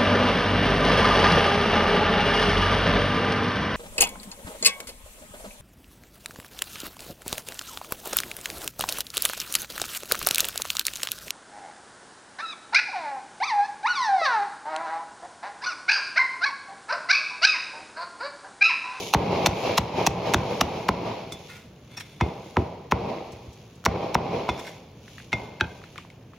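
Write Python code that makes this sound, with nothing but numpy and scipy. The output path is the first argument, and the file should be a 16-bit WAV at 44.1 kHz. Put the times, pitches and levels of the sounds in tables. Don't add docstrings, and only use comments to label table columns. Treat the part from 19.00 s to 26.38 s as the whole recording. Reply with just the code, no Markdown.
import sys
import numpy as np
from scipy import signal
from scipy.fft import rfft, irfft, next_fast_len
from scipy.io import wavfile
from scipy.ndimage import uniform_filter1d, minimum_filter1d, map_coordinates

SR = 44100
rng = np.random.default_rng(int(sys.argv[2]) if len(sys.argv) > 2 else 0)


def persist_wave(psi):
    counts = np.round(np.clip(psi, -1, 1) * 32767).astype(np.int16)
    wavfile.write(sys.argv[1], SR, np.atleast_2d(counts).T)


N = 325458
TIME = np.arange(N) / SR
AGE = TIME[:SR // 2]

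# start_s, level_db, pitch_factor, crunch_db (relative to the blow),
# cutting_s (time to cut through), weight_db (of the arm behind the blow)
CHOP_BLOWS = [(-.17, 0, .69, -48, .006, 2), (0.147, 26.5, 0.8, -1, 0.0085, 16),
              (0.4679, 8.5, 0.64, 13, .0058, 5.5), (0.7831, 12.5, 0.88, 10.5, .0045, 4),
              (1.0705, 13, 0.79, 8, 0.0025, -0.5), (1.343, 5.5, 0.79, 7.5, 0.001, 4),
              (1.6134, 3, 0.77, 10, 0.0017, -1.5), (1.8888, 9, 0.94, 1, 0.0004, -3),
              (3.2103, -7, 0.886, -16, 0.001, -1), (3.569, -6.5, 0.9, -25, 0.0008, 2),
              (3.9213, 7, 0.94, -16, 0.007, -1.5), (4.862, 6.5, 0.99, -14.5, .0085, 2.5),
              (5.152, 11.5, 0.89, -14, 0.0058, 0)]
# pitch_hz (at pitch factor 1), level_db, t60_s
BLOCK_MODES = [(221, -9, 0.029), (406, -6.5, 0.012), (513, -28.5, 0.04), (890, -4.5, 0.013),
               (1106, -1.5, 0.018), (1422, -10, 0.02), (2200, 2, 0.0022)]
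THUMP_DB, THUMP_GROWS = 4.5, 0.29
LEAD_IN_DB, LEAD_IN_HZ, LEAD_IN_S = -26.5, 1230, 0.0075


def chops():
    knocks, snaps = np.zeros(N), np.zeros((2, N))
    for s, db, pitch, crunch_db, cutting_s, weight_db in CHOP_BLOWS:
        knock = amp(db) * (ring(BLOCK_MODES, pitch) + sweep(pitch))
        bounce = amp(THUMP_DB + THUMP_GROWS * db + weight_db) * thump()
        add(knocks, s, knock + bounce)
        lead_in = scuff(LEAD_IN_HZ, 2 * LEAD_IN_S, skirt_db=27)
        add(snaps, s - LEAD_IN_S, amp(LEAD_IN_DB) * lead_in)
        since = AGE - .02
        shape = np.exp(np.minimum(since, 0) / 0.0017 - np.maximum(since - cutting_s, 0) / 0.0031)
        add(snaps, s - cutting_s - .02, amp(db + crunch_db - 18) * crackle(shape, grain_db=3.5))
        crack = crackle(amp(-60 * AGE / 0.011), grain_db=-17)
        add(snaps, s, amp(db - 24.5) * softened(crack, corner_hz=3400 * amp(db / 3)))
        add(snaps, s, amp(db - 40.0) * blade(linger_db=-19))
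    return softened(bending(knocks), corner_hz=5500) + snaps


SWEEP_DB, SWEEP_HZ = -9.5, 1252
SWEEP_FALL_S, SWEEP_S = 0.00748, 0.0081


def sweep(pitch, rise=0.0057):
    turns = SWEEP_HZ * pitch * SWEEP_FALL_S * (1 - np.exp(-AGE / SWEEP_FALL_S))
    envelope = (1 - np.exp(-AGE / rise)) * np.exp(-(AGE / SWEEP_S) ** 2)
    return amp(SWEEP_DB) * np.sin(2 * np.pi * turns) * envelope


# pitch_hz (before a small random shift), level_db, t60_s
TABLE_MODES = [(74.3, -16, 0.14), (112.7, -21.5, 0.15), (172, -24.5, 0.15), (245, -18.5, 0.067),
               (349, -12, 0.05)]


def thump(build=0.0041):
    pitch = 1 + .035 * rng.normal()
    return ring(TABLE_MODES, pitch) * (1 - np.exp(-AGE / build))


# pitch_hz, level_db
CRUNCH_COLOUR = [(200, -41), (800, 10.5), (1300, 6.5), (1900, -2.5), (2600, 8.5), (3250, 1.5), (3800, 6.5),
                 (5000, -1.5), (5650, 6.5), (6550, -3), (7000, 1.5), (7450, -16.5), (11000, -11.5),
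                 (16000, -15.5)]
CRUNCH_PEAKS_DB, CRUNCH_PEAKS_HZ = 2.4, 170


def crackle(shape, grain_db):
    swell = unit(uniform_filter1d(rng.standard_normal(len(AGE)), size=44))
    grains = amp(grain_db * np.clip(swell, -2, 2))
    colour = lambda hz: along(CRUNCH_COLOUR, hz) + CRUNCH_PEAKS_DB * ripple(hz, CRUNCH_PEAKS_HZ)
    pair = noise(colour, len(AGE))
    narrowed = pair + .5 * pair[::-1]
    return unit(narrowed * grains * shape) * np.sqrt(np.mean(shape ** 2))


# start_s, level_db, pitch_hz, t60_s
CRACKS = [(0.4603, 3.5, 2840, .014), (0.7795, -16, 3260, 0.0047), (1.3377, -4, 2600, 0.0035),
          (1.3442, 4.5, 1720, .009), (1.6122, 3.5, 1670, 0.0051), (1.8904, -5.5, 2330, 0.005),
          (3.9155, -20, 1370, 0.0092), (4.841, -34.5, 1340, 0.011), (4.8518, -9.5, 3920, 0.0018),
          (4.8557, -19, 1100, 0.013), (4.8582, -7, 5700, 0.0096), (4.8622, 0, 1700, 0.0061),
          (5.1455, -23, 3800, 0.0035)]


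def sharp_cracks():
    out = np.zeros((2, N))
    for s, db, hz, t60 in CRACKS:
        rough = crackle(amp(-60 * AGE / t60), grain_db=1.5)
        add(out, s, amp(db) * (ring([(hz, 0, t60)]) + amp(-5.5) * rough))
    return out


# start_s, level_db
AFTER_KNOCKS = [(3.237, -23), (3.261, -21.5), (3.588, -16), (3.600, -14.5), (3.621, -19)]
# pitch_hz, level_db, t60_s
AFTER_KNOCK_MODES = [(104, -5, 0.061), (213, -1, 0.022), (370, -1.5, 0.028)]


def rebounds():
    out = np.zeros(N)
    for s, db in AFTER_KNOCKS:
        add(out, s, amp(db) * ring(AFTER_KNOCK_MODES))
    return out


# start_s, level_db, pitch_hz (most excited), thump_db, free_ring_db (low when hand or meat damps it)
BLADE_CLANKS = [(2.322, -30.5, 3480, 0.5, 3.5), (2.977, -29.5, 5560, -23, -12),
                (3.008, -37, 4500, -24, -12), (3.212, -20.5, 2320, 1, 4.5), (5.490, -14, 975, -3, -7),
                (5.493, -19.5, 2370, -6, -8), (5.495, -25.5, 3500, -14, 0.5), (6.329, -15, 2070, -0.5, 1),
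                (6.336, -25, 2520, 0.5, -15), (6.399, -41, 2126, 8, -4)]
CLANK_LEAD_IN_DB, CLANK_LEAD_IN_S = -18, 0.01


def clanks():
    steel, wood = np.zeros((2, N)), np.zeros(N)
    for s, db, lead_hz, thump_db, free_db in BLADE_CLANKS:
        crack = softened(crackle(amp(-60 * AGE / 0.029), grain_db=-9.5), corner_hz=3 * lead_hz)
        lead_in = scuff(lead_hz, 2 * CLANK_LEAD_IN_S)
        add(steel, s - CLANK_LEAD_IN_S, amp(db + CLANK_LEAD_IN_DB) * lead_in)
        add(steel, s, amp(db) * (amp(-3.0) * blade(lead_hz, free_db) + amp(-11.0) * crack))
        knock = amp(-1) * ring(BLOCK_MODES, pitch=0.85)
        add(wood, s, amp(db) * (knock + amp(thump_db + 10.0) * thump()))
    return steel + bending(wood)


# pitch_hz, level_db, t60_s (against the wood), free_ring_db (relative to level_db)
STEEL_MODES = [(972, 6.5, 0.039, -42), (1500, 2.5, .018, -29), (1800, -8, 0.02, -40), (2115, 5, 0.063, -32),
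               (2225, -1, .04, -39), (2515, 6, 0.028, -38), (2830, -8, 0.029, -41), (3473, 0.5, 0.079, -22),
               (3730, -2.5, 0.034, -27), (5230, -23, .05, -32), (5550, -1.5, 0.026, -29),
               (5900, -18, .05, -21), (6400, -15, 0.038, -32)]
FREE_T60_S, FREE_HZ, FREE_SLOPE = 1.5, 2150, 0.48
FOCUS_OCTAVES = 0.22
DULL_DB_PER_OCTAVE = 1.5


def blade(lead_hz=None, linger_db=0, focus_db=14):
    modes = []
    for hz, db, t60, free_db in STEEL_MODES:
        octaves = np.log2(hz / lead_hz) if lead_hz else 0
        away_db = focus_db * np.tanh(abs(octaves / FOCUS_OCTAVES)) + DULL_DB_PER_OCTAVE * max(octaves, 0)
        modes.append((hz, db - away_db, t60, free_db))
    pressed = ring([mode[:3] for mode in modes])
    free_modes = []
    for hz, db, _, free_db in modes:
        free_t60 = FREE_T60_S * (FREE_HZ / hz) ** FREE_SLOPE
        free_modes.append((hz, db + free_db + linger_db, free_t60))
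    return pressed + wavering(ring(free_modes))


# start_s, level_db, thump_db
HANDLE_FALLS = [(6.6094, -14, -7.5), (6.644, -36.5, 5.5)]
# pitch_hz, level_db, t60_s
HANDLE_MODES = [(867, -13, 0.11), (1370, 3, 0.017), (1600, 8.5, 0.019), (1695, -4, 0.013),
                (2090, -8, 0.015), (2550, -5, 0.027), (3070, -6.5, 0.018), (3380, -10, 0.034),
                (3810, -8, 0.03), (4400, -16, 0.02), (5300, -23, 0.018), (6000, -19, 0.031)]
# pitch_hz, level_db, t60_s
HANDLE_TAIL_MODES = [(890, -39, 0.33), (1560, -23, 0.4), (1600, -27, 0.34), (2520, -33, 0.62),
                     (3330, -39, 0.8)]


def handle_drops():
    steel, wood = np.zeros((2, N)), np.zeros(N)
    for s, db, thump_db in HANDLE_FALLS:
        crack = softened(crackle(amp(-60 * AGE / 0.022), grain_db=5.0), corner_hz=4200)
        lead_in = scuff(1740, 2 * CLANK_LEAD_IN_S)
        add(steel, s - CLANK_LEAD_IN_S, amp(db + CLANK_LEAD_IN_DB) * lead_in)
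        tail = wavering(ring(HANDLE_TAIL_MODES))
        add(steel, s, amp(db) * (ring(HANDLE_MODES) + tail + amp(-8) * crack))
        knock = amp(-10) * ring(BLOCK_MODES, pitch=0.67)
        add(wood, s, amp(db) * (knock + amp(thump_db + 15.5) * thump()))
    return steel + bending(wood)


# start_s, level_db
MEAT_THUDS = [(4.32, -16), (4.462, -12)]


def thuds():
    out = np.zeros(N)
    for s, db in MEAT_THUDS:
        add(out, s, amp(db) * filtered(thump(build=0.0037), lambda hz: 1 / (1 + 1j * hz / 110)))
    return bending(out)


# start_s, level_db, length_s, pitch_hz (most excited),
# ring_db (steel relative to grit)
BLADE_SCRAPES = [(2.481, -44, 0.12, 2126, -3), (2.54, -45.5, 0.097, 1433, -18),
                 (2.888, -50, 0.46, 3480, -5), (2.965, -40, 0.037, 5560, 5),
                 (3.001, -32.5, 0.018, 5560, -11), (5.57, -43, 0.042, 5080, 4),
                 (5.59, -40, 0.024, 3480, -1), (5.644, -41.5, 0.082, 5610, -5), (5.668, -40, 0.02, 2126, 1)]
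GRIT_HZ, GRIT_DB, SLIPS_PER_S = 1770, 0.5, 700


def scrapes():
    out = np.zeros((2, N))
    for s, db, length, lead_hz, ring_db in BLADE_SCRAPES:
        add(out, s, amp(db) * scrape(length, lead_hz, ring_db))
    return out


def scrape(length, lead_hz, ring_db):
    slipping = rng.random(len(AGE)) < SLIPS_PER_S / SR
    slips = slipping * rng.uniform(-0.51, 1, len(AGE)) * stroke(length)
    struck = lambda response: unit(signal.fftconvolve(slips[None], response, axes=1)[:, :len(AGE)])
    grit = struck(scuff(GRIT_HZ, length=0.0073, skirt_db=9))
    steel = struck(blade(lead_hz, linger_db=-8))
    level = np.sqrt(np.mean(stroke(length) ** 2)) * amp(GRIT_DB)
    return level * (grit + amp(ring_db) * steel)


# start_s, level_db, pitch_hz
TUB_TOUCHES = [(6.079, -34.5, 1370), (6.1814, -32, 1840), (6.199, -36, 1640), (6.816, -39, 1220),
               (6.839, -32.5, 1630), (6.958, -33, 1490), (6.979, -29, 2250), (6.984, -32, 1150),
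               (7.049, -41, 1040), (7.101, -39, 2250), (7.334, -38, 1080)]
TUB_T60_S, TUB_RUB_S = 0.016, 0.0056
TICK_DB, TICK_S = -13.5, 0.0013
FLEX_DB, FLEX_HZ, FLEX_S = -17, 2500, 0.075


def tub_taps():
    out = np.zeros((2, N))
    for s, db, hz in TUB_TOUCHES:
        note = ring([(hz, 0, TUB_T60_S)]) * (1 - np.exp(-AGE * hz))
        rub = scuff(hz, TUB_RUB_S, skirt_db=13)
        tick = amp(TICK_DB) * scuff(2 * hz, TICK_S, skirt_db=-7)
        flex = amp(FLEX_DB) * scuff(FLEX_HZ, FLEX_S)
        add(out, s, amp(db - 3) * (note + rub + tick + flex))
    return out


# start_s, level_db
MEAT_SMACKS = [(2.32, -35.5), (2.968, -42), (2.996, -40.5), (4.318, -48.5), (4.529, -54), (4.752, -58),
               (5.59, -44)]


def smacks():
    out = np.zeros((2, N))
    for s, db in MEAT_SMACKS:
        add(out, s, amp(db) * scuff(5630, length=0.021))
    return out


# middle_s, level_db, length_s
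GLOVE_MOVES = [(-0.004, -48, 0.3), (0.35, -80, 0.63), (0.596, -47, 0.098), (1.05, -67, 0.9),
               (1.523, -65, 1), (2.477, -65.5, 0.28), (3.094, -75, 0.48), (3.502, -69, 0.23),
               (4.1, -101, 0.35), (4.545, -75, 0.57), (5.307, -91, 0.26), (5.655, -63, 0.23),
               (6.16, -66, 0.23), (6.405, -70, 0.17), (6.743, -73, 0.22), (6.953, -74.5, 0.19)]
# pitch_hz, level_db
GLOVE_COLOUR = [(900, -67), (2300, 4.5), (3500, 3.5), (5000, -1.5), (6700, 1), (8300, -24.5), (10500, -8.5),
                (15000, -21.5)]
RESTING_DB = -77


def glove():
    motion = amp(RESTING_DB)
    for s, db, length in GLOVE_MOVES:
        motion = motion + amp(db) * np.exp(-(2 * (TIME - s) / length) ** 2)
    crinkle = amp(2 * unit(uniform_filter1d(rng.standard_normal(N), size=130)))
    return amp(11.5) * motion * unit(noise(lambda hz: along(GLOVE_COLOUR, hz), N) * crinkle)


EARLY_DB, EARLY_T60_S, EARLY_LOW_HZ = -16, 0.25, 1230


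def near_walls(x, gap=0.0023):
    colour = lambda hz: -10 * np.log10(1 + (EARLY_LOW_HZ / (hz + 1)) ** 6) - hz / 1300
    tail = noise(colour, len(AGE))
    tail = tail * amp(-60 * AGE / EARLY_T60_S) * (1 - np.exp(-AGE / gap)) ** 2
    return amp(EARLY_DB) * signal.fftconvolve(x, tail / np.linalg.norm(tail[0]) / 2, axes=1)[:, :N]


ROOM_DB, ROOM_GROWS = 2.5, 0.85
ROOM_PER_WEIGHT = 0.35
TREBLE_DB, TREBLE_GROWS = 4, 0.29
CLANK_ROOM_DB, CLANK_TREBLE_DB = 7, 8.5


def room_blows():
    blows = []
    for s, db, _, crunch_db, _, weight_db in CHOP_BLOWS:
        level_db = ROOM_DB + ROOM_GROWS * db + ROOM_PER_WEIGHT * weight_db
        blows.append((s, level_db, TREBLE_DB + TREBLE_GROWS * crunch_db))
    landings = [(s, db, thump_db) for s, db, _, thump_db, _ in BLADE_CLANKS] + HANDLE_FALLS
    for s, db, thump_db in landings:
        blows.append((s, db + thump_db + CLANK_ROOM_DB, CLANK_TREBLE_DB))
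    return blows


# pitch_hz, level_db
WALL_COLOUR = [(24, -38), (40, -8), (108, 5), (270, -3.5), (454, -1), (541, -2.5), (700, -5), (970, -5),
               (1120, -14.5), (1500, -26), (1900, -27.5), (2220, -20.5), (5850, -36), (7310, -47.5),
               (8270, -83), (10300, -51.5), (15000, -63)]
# pitch_hz, width_hz, level_db
STANDING_WAVES = [(113, 20, 4), (179, 12, 6.5), (411, 8.3, 3.5), (441, 5.5, -1.5), (475, 32, 2),
                  (558, 25, -1), (662, 10.5, 8), (728, 35, -1.5), (787, 42, 5.5)]
# pitch_hz, depth_db
RIPPLE_DEPTH = [(1000, .8), (2500, 1.4), (5000, 2)]
# pitch_hz, t60_s
ROOM_DECAY = [(80, 0.32), (400, 1.12), (900, 0.97), (3000, 1.347), (10000, 1.55)]


def room(build=0.00066):
    standing = lambda f: sum(db / (1 + (2 * (f - centre) / width) ** 2)
                             for centre, width, db in STANDING_WAVES)
    colour = lambda f: along(WALL_COLOUR, f) + standing(f) + along(RIPPLE_DEPTH, f) * ripple(f)
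    hz, t, z = signal.stft(noise(colour, N), SR, nperseg=256)
    t60 = along(ROOM_DECAY, hz)[:, None]
    treble = along([(900, 0.073), (2500, 0.57)], hz)[:, None]
    power = 0
    for s, db, treble_db in room_blows():
        age = np.maximum(t - s, 0)
        decay = amp(db + treble_db * treble - 60 * age / t60)
        power = power + (decay * (1 - np.exp(-age / build))) ** 2
    patches = uniform_filter1d(rng.standard_normal(z.shape), size=4, axis=0)
    patches = unit(uniform_filter1d(patches, size=22, axis=1))
    return signal.istft(z * amp(1.2 * patches) * np.sqrt(power), SR, nperseg=256)[1][:, :N]


# pitch_hz, level_db
FAN_COLOUR = [(25, -15), (60, -4), (110, 1.5), (170, -1.5), (270, -9.5), (480, -11.5), (800, -19),
              (1400, -27), (3000, -32.5), (7000, -65), (15000, -46)]


def ventilation():
    return amp(-47.5) * noise(lambda hz: along(FAN_COLOUR, hz), N)


# pitch_hz, likeness (left-right correlation)
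COHERENCE = [(100, 1), (300, 1), (430, 0.95), (620, 0.65), (950, 0.76), (1300, 0.78), (1900, 1),
             (2700, 0.53), (6000, 0.37), (12000, 0.82)]


def noise(colour_db, size):
    turn = lambda hz: np.arccos(np.clip(along(COHERENCE, hz), -1, 1)) / 2
    response = lambda hz: amp(colour_db(hz)) * [np.cos(turn(hz)), np.sin(turn(hz))]
    mid, side = filtered(rng.standard_normal((2, size)), response)
    return unit(np.array([mid + side, mid - side]))


def ring(modes, pitch=1):
    out = 0
    for k, (hz, db, t60) in enumerate(modes):
        decay = amp(db + .5 * rng.normal() - 60 * AGE / t60)
        out = out + decay * np.sin(2 * np.pi * hz * pitch * AGE) * (-1) ** k
    return out


def bending(x, cycles=1.266, stiff_hz=560):
    return filtered(x, lambda hz: np.exp(-2j * np.pi * cycles * np.log((hz + 20) / (hz + stiff_hz))))


def softened(x, corner_hz):
    return filtered(x, lambda hz: 1 / np.sqrt(1 + (hz / corner_hz) ** 4))


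def scuff(centre_hz, length, skirt_db=14):
    return stroke(length) * noise(lambda hz: -skirt_db * abs(np.log2((hz + 1) / centre_hz)), len(AGE))


def stroke(length):
    return (1 - np.exp(-10 * AGE / length)) * np.exp(-2 * AGE / length)


def wavering(x, depth=0.71, rate_hz=25):
    return x * (1 + depth * noise(lambda hz: -6 * hz / rate_hz, len(AGE)))


def ripple(hz, spacing_hz=60):
    return map_coordinates(rng.standard_normal(1024), [hz / spacing_hz], mode="mirror")


def amp(db):
    return 10 ** (np.asarray(db) / 20)


def unit(x):
    return x / np.sqrt(np.mean(x ** 2) + 1e-20)


def along(points, hz):
    f, v = np.transpose(points)
    return np.interp(np.log(hz + 1), np.log(f + 1), v)


def filtered(x, response):
    n = x.shape[-1]
    m = next_fast_len(n + SR // 4)
    return irfft(rfft(x, m) * response(np.fft.rfftfreq(m, 1 / SR)), m)[..., :n]


def add(track, s, sound):
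    start = round(s * SR)
    lo, hi = max(start, 0), min(start + sound.shape[-1], N)
    track[..., lo:hi] += sound[..., lo - start:hi - start]


def scene():
    handling = scrapes() + tub_taps() + smacks()
    work = chops() + sharp_cracks() + rebounds() + clanks() + handle_drops() + thuds() + amp(1.5) * handling
    return work + near_walls(work) + glove() + amp(-24.0) * room() + ventilation()


def limiter(x, ceiling_db=-15.0, creep_db=56, release_db=210, hold=0.11):
    power = abs(uniform_filter1d(np.mean(x ** 2, 0), size=440))
    excess = np.maximum(10 * np.log10(power + 1e-12) - ceiling_db, 0)
    span = 2 * int(hold * SR / 2) + 1
    held = -minimum_filter1d(-excess, span, origin=span // 2)
    recover = lambda cut, rate: np.maximum.accumulate(cut + rate * TIME) - rate * TIME
    cut_db = np.minimum(recover(excess, creep_db), recover(held, release_db))
    return x * amp(-uniform_filter1d(cut_db, size=130))


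MONO_BELOW_HZ, WIDE_ABOVE_HZ, WIDE_TURN = 215, 12000, .5


def stereo_image(x):
    mid, side = (x[0] + x[1]) / 2, (x[0] - x[1]) / 2
    turn = lambda hz: WIDE_TURN * (hz > WIDE_ABOVE_HZ) * np.sin(2 * np.pi * hz / 690)
    side = filtered(side, lambda hz: 1 - 1 / (1 + (hz / MONO_BELOW_HZ) ** 10))
    side = side + filtered(mid, lambda hz: 1j * np.tan(turn(hz)))
    return np.array([mid + side, mid - side])


def record(dry, low_hz=41):
    x = limiter(filtered(dry, lambda hz: (1j * hz / (low_hz + 1j * hz)) ** 2))
    x = x / (1 + (x / .9) ** 6) ** (1 / 6)
    return filtered(stereo_image(x), lambda hz: hz < 15900)


dry = scene()
out = record(dry)
persist_wave(out)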